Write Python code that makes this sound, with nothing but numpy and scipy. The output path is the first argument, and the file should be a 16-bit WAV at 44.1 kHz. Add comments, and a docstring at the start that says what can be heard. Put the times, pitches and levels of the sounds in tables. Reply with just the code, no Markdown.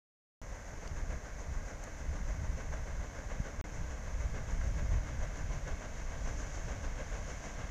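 """A paddle steamer passes far out on a river, heard through a small camera microphone in a breeze.
At 0.4 s the sound starts: the wake churns and fizzes, wind rumbles on the microphone port.
From 0.5 s the paddle floats slap the water about seven times a second, each throwing spray.
Small ticks sound close by at 0.9, 1.8 and 4.6 s; at 3.6 s the sound cuts out for an instant.
The splashing brightens as the boat nears; waves throw extra spray, most of it around 6.4 s."""
import sys
import numpy as np
from scipy import signal
from scipy.fft import rfft, irfft
from scipy.io import wavfile
from scipy.ndimage import uniform_filter1d

SR = 44100
rng = np.random.default_rng(int(sys.argv[2]) if len(sys.argv) > 2 else 0)


def transcribe(u):
    """Save the signal u as a 16-bit wav file named by the first command-line argument.

    u: samples, shape (n,) or (channels, n), limited to [-1, 1]; the rate is SR.
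    q: integer samples, one column per channel.
    """
    v = np.clip(np.atleast_2d(u).T, -1, 1)
    q = np.round(v * 32767).astype(np.int16)
    wavfile.write(sys.argv[1], SR, q)


N = 339570
TIME = np.arange(N) / SR
CUTOFF_HZ = 15500


# Bite of the floats as the hull rides the river: time_s, level_db
SLAP_LEVELS = [(.55, -54.5), (.95, -50), (1.9, -51), (3.3, -48.5), (3.8, -52.5), (4.25, -48.5),
               (5.6, -48.5), (6.95, -48.5), (7.6, -48.5)]
# Collapsing air pockets: frequency_hz, relative_db
SLAP_SPECTRUM = [(150, -4), (280, 1.5), (580, -2), (850, -6.5), (1350, -10), (2150, -10.5), (2700, -19.5),
                 (4400, -30), (8000, -41), (15000, -65)]
# Spray and foam: frequency_hz, relative_db
SPRAY_SPECTRUM = [(1500, -2.5), (3500, -12.5), (5500, 3), (7000, 5.5), (8200, -9), (11000, -19),
                  (15000, -59)]
def paddles(spray_db=-68.5, spray_rise_db_per_s=.2, wave_share=1.37,
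            slap_scatter_db=1.5, spray_scatter_db=1.3, lumps_db=1.28):
    """Each float smacks collapsing air pockets into the water and flings up finer spray."""
    entry_s = float_times()
    slap_luck, spray_luck = rng.standard_normal((len(entry_s), 2)).T
    smack_db = np.interp(entry_s, *np.transpose(SLAP_LEVELS)) + slap_scatter_db * slap_luck
    shower_db = spray_db + spray_rise_db_per_s * entry_s + spray_scatter_db * spray_luck
    smack = swells(entry_s, smack_db, rise_s=0.014, fall_s=0.04, hold_s=0.023)
    shower = swells(entry_s, shower_db, rise_s=0.032, fall_s=0.033)
    pockets = coloured(drops(per_s=5000, spread_db=2.5), SLAP_SPECTRUM)
    spray = coloured(drops(per_s=9000, spread_db=-1.0), SPRAY_SPECTRUM)
    spray *= from_db(wave_share * wave_lift_db())
    lumps = from_db(lumps_db * drift(rate_hz=59))   # water breaks unevenly along the float
    return (smack * pockets + shower * spray) * lumps


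def float_times(first_s=.536, period_s=.14707, floats_per_turn=12,
                labour_s=.010, most_delayed_at_s=0.69, chop_s=0.0028):
    """Floats enter evenly, but for the wheel's labouring once a turn and the river's chop."""
    even_s = np.arange(first_s, TIME[-1], period_s)
    turns = (even_s - most_delayed_at_s) / (floats_per_turn * period_s)
    return even_s + labour_s * np.cos(2 * np.pi * turns) + chop_s * rng.standard_normal(len(even_s))


# Waves at the wheel: centre_s, base_lift_db, half_length_s
WHEEL_WAVES = [(1.033, 0.5, 0.15), (4.68, 2.5, 0.17), (6.448, 5, .25), (7.313, 3, .25)]
def wave_lift_db():
    """The wheel digs into a wave and throws more water; each layer scales this lift by its share."""
    return sum(lift_db * hump(centre_s, half_s) for centre_s, lift_db, half_s in WHEEL_WAVES)


# Tumbling white water: frequency_hz, relative_db
CHURN_SPECTRUM = [(100, 5.5), (280, 2.5), (600, -0.5), (850, -4), (1350, -8), (2150, -6.5), (2700, -16),
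                  (3600, -21), (6000, -26.5), (15000, -46.5)]
def wake(churn_start_db=-50.5, churn_rise_db_per_s=0.156, churn_wave_share=0.12,
         fizz_start_db=-69, fizz_rise_db_per_s=0.29, fizz_wave_share=.7):
    """White water tumbles behind the wheels and foam fizzes; both grow with nearness and waves."""
    lift_db = wave_lift_db()
    churn_db = churn_start_db + churn_rise_db_per_s * TIME + churn_wave_share * lift_db
    fizz_db = fizz_start_db + fizz_rise_db_per_s * TIME + fizz_wave_share * lift_db
    churn = from_db(churn_db) * coloured(drops(per_s=9000, spread_db=2.5), CHURN_SPECTRUM)
    fizz = from_db(fizz_db) * coloured(drops(per_s=20000, spread_db=-3.0), SPRAY_SPECTRUM)
    return churn + fizz


def approaching(x, first_db=-2.0, last_db=3.5, centre_hz=3200, width_hz=1400):
    """The splashing gains presence as the boat nears."""
    presence = signal.lfilter(*signal.iirpeak(centre_hz, centre_hz / width_hz, fs=SR), x)
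    gain = from_db(np.linspace(first_db, last_db, N))
    return x + presence * (gain - 1)


def reflected(x, first_lag_s=0.00196, last_lag_s=0.00184, echo_db=-19.0, lowpass_hz=4500):
    """A nearby surface adds a faint short echo; its comb slides upward as the boat moves on."""
    lag_s = np.linspace(first_lag_s, last_lag_s, N)
    delayed = np.interp(TIME - lag_s, TIME, x)
    pole = np.exp(-2 * np.pi * lowpass_hz / SR)
    echo = signal.lfilter([1 - pole], [1, -pole], delayed)
    return x + from_db(echo_db) * echo


# Steady breeze: time_s, level_db
BREEZE_LEVELS = [(.45, -46), (1.8, -43.5), (2.4, -38), (3.15, -46), (4.45, -35.5), (4.9, -35),
                 (5.12, -39.5), (5.95, -43.5), (6.55, -37.5), (6.9, -39), (7.7, -43)]
# Gusts on top: centre_s, level_db, half_length_s
WIND_GUSTS = [(1.0, -38, 0.095), (1.125, -38, 0.035), (1.55, -35.5, 0.061), (2.106, -35, 0.038),
              (2.285, -38, 0.063), (2.709, -34.5, 0.028), (2.815, -31.5, 0.013), (2.986, -37.5, 0.056),
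              (3.365, -38.5, 0.063), (3.607, -35, 0.02), (3.822, -35, 0.026), (4.96, -34.5, .04),
              (5.464, -36, 0.079), (5.696, -33, 0.027), (6.254, -37, 0.058)]
# Turbulence at the port: frequency_hz, relative_db
RUMBLE_SPECTRUM = [(10, -11.5), (22, -1.5), (38, 1), (65, -4.5), (100, -13.5), (160, -18.5), (240, -31.5),
                   (400, -47), (1500, -75)]
# Single eddies: centre_s, peak_db, pitch_hz
PORT_EDDIES = [(2.208, -34, 119), (3.4029, -28.5, 107), (3.82, -29, 45), (4.83, -34, 110), (4.959, -26, 54)]
def wind(flutter_db=2.3, evenness=0.9):
    """Breeze and gusts rumble on the microphone port; each eddy gives one swing of pressure."""
    breeze_db = np.interp(TIME, *np.transpose(BREEZE_LEVELS)) + flutter_db * drift(rate_hz=6)
    gust_power = sum(from_db(db) ** 2 * hump(centre_s, half_s) for centre_s, db, half_s in WIND_GUSTS)
    envelope = np.sqrt(from_db(breeze_db) ** 2 + gust_power)
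    rumble = coloured(rng.standard_normal(N), RUMBLE_SPECTRUM)
    running_rms = np.sqrt(uniform_filter1d(rumble ** 2, size=4000))
    out = envelope * rms_one(rumble / running_rms ** evenness)   # evened, so the envelope leads
    for centre_s, peak_db, pitch_hz in PORT_EDDIES:
        phase = 2 * np.pi * pitch_hz * (TIME - centre_s)
        out += from_db(peak_db) * phase * np.exp(.5 * (1 - phase ** 2))
    return out


# Small ticks close by: peak_s, level_db, pitch_hz, width_hz, decay_s
NEAR_TICKS = [(0.877, -50, 3700, 3400, 0.0016), (1.84, -49.5, 6960, 1790, 0.0017),
              (4.615, -45, 1570, 690, 0.0012)]
def ticks():
    """Each tick is a few milliseconds of grit through a broad resonance, dulled an octave above it."""
    out = np.zeros(N)
    for peak_s, level_db, pitch_hz, width_hz, decay_s in NEAR_TICKS:
        radius = np.exp(-np.pi * width_hz / SR)
        resonance = [1, -2 * radius * np.cos(2 * np.pi * pitch_hz / SR), radius ** 2]
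        grit = signal.lfilter([1, 0, -1], resonance, rng.standard_normal(N))
        lowpass = signal.butter(2, min(2 * pitch_hz, CUTOFF_HZ), fs=SR, output="sos")
        envelope = swells([peak_s], [level_db], rise_s=0.001, fall_s=decay_s)
        out += envelope * rms_one(signal.sosfilt(lowpass, grit))
    return out


def drops(per_s, spread_db):
    """Impacts of drops and bursting bubbles, random in time and size; rms 1."""
    sizes = from_db(spread_db * np.minimum(rng.exponential(1, N), 4))
    signs = rng.choice([-1, 1], N)
    hits = rng.random(N) < per_s / SR
    return rms_one(sizes * signs * hits)


def swells(times_s, levels_db, rise_s, fall_s, hold_s=0):
    """A rounded rise, a hold centred on each time, then a dying tail; powers add."""
    power = np.zeros(N)
    for centre_s, level_db in zip(times_s, levels_db):
        near = slice(max(int((centre_s - .1) * SR), 0), int((centre_s + .3) * SR))
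        age_s = TIME[near] - centre_s
        beyond_hold_s = np.maximum(np.abs(age_s) - hold_s / 2, 0)
        exponent = np.where(age_s < 0, -(beyond_hold_s / rise_s) ** 2, -2 * beyond_hold_s / fall_s)
        power[near] += from_db(level_db) ** 2 * np.exp(exponent)
    return np.sqrt(power)


def coloured(x, spectrum):
    """Give a steady excitation a spectrum; rms 1."""
    hz, db = np.transpose(spectrum)
    bins_hz = np.maximum(np.fft.rfftfreq(N, 1 / SR), 1)
    gain = from_db(np.interp(np.log(bins_hz), np.log(hz), db))
    return rms_one(irfft(rfft(x) * gain, N))


def drift(rate_hz):
    """Smooth random wander up to about rate_hz; rms 1."""
    bins_hz = np.fft.rfftfreq(N, 1 / SR)
    return rms_one(irfft(rfft(rng.standard_normal(N)) / (1 + (bins_hz / rate_hz) ** 4), N))


def hump(centre_s, half_s):
    """Gaussian rise and fall of height 1."""
    return np.exp(-((TIME - centre_s) / half_s) ** 2)


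def from_db(db):
    """Decibels to gain."""
    return 10 ** (np.asarray(db) / 20)


def rms_one(x):
    """Scale to unit power."""
    return x / np.sqrt(np.mean(x ** 2) + 1e-20)


def scene():
    """Steamer, wind and ticks in one channel."""
    steamer = reflected(approaching(paddles() + wake()))
    return (steamer + wind() + ticks())[None]


# Resonances and notches of the microphone port and housing: centre_hz, width_hz, gain_db
PORT_RESONANCES = [(299.4, 18.5, 4.5), (356.4, 94, -8.5), (633, 140, 3), (1160, 140, 1.5), (1586, 220, 4.5),
                   (2240, 96, 1), (2425, 120, -6.5), (2550, 87, 2.5), (6280, 1530, 10.5)]
def record(dry, hiss_db=-76.0, start_s=.416, gap_from_s=3.6125, gap_to_s=3.641):
    """The port colours, the preamplifier hisses; the sound starts late, drops out once, loses its top."""
    for centre_hz, width_hz, gain_db in PORT_RESONANCES:
        peak = from_db(gain_db / 2)
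        half_width = np.pi * width_hz / SR
        tuning = -2 * np.cos(2 * np.pi * centre_hz / SR)
        numerator = [1 + half_width * peak, tuning, 1 - half_width * peak]
        denominator = [1 + half_width / peak, tuning, 1 - half_width / peak]
        dry = signal.lfilter(numerator, denominator, dry)
    hiss = from_db(hiss_db) * rng.standard_normal(N)
    live = (TIME > start_s) & ((TIME < gap_from_s) | (TIME > gap_to_s))
    lowpass = signal.ellip(12, .1, 80, CUTOFF_HZ, fs=SR, output="sos")
    return signal.sosfilt(lowpass, (dry + hiss) * live)


dry = scene()
out = record(dry)
transcribe(out)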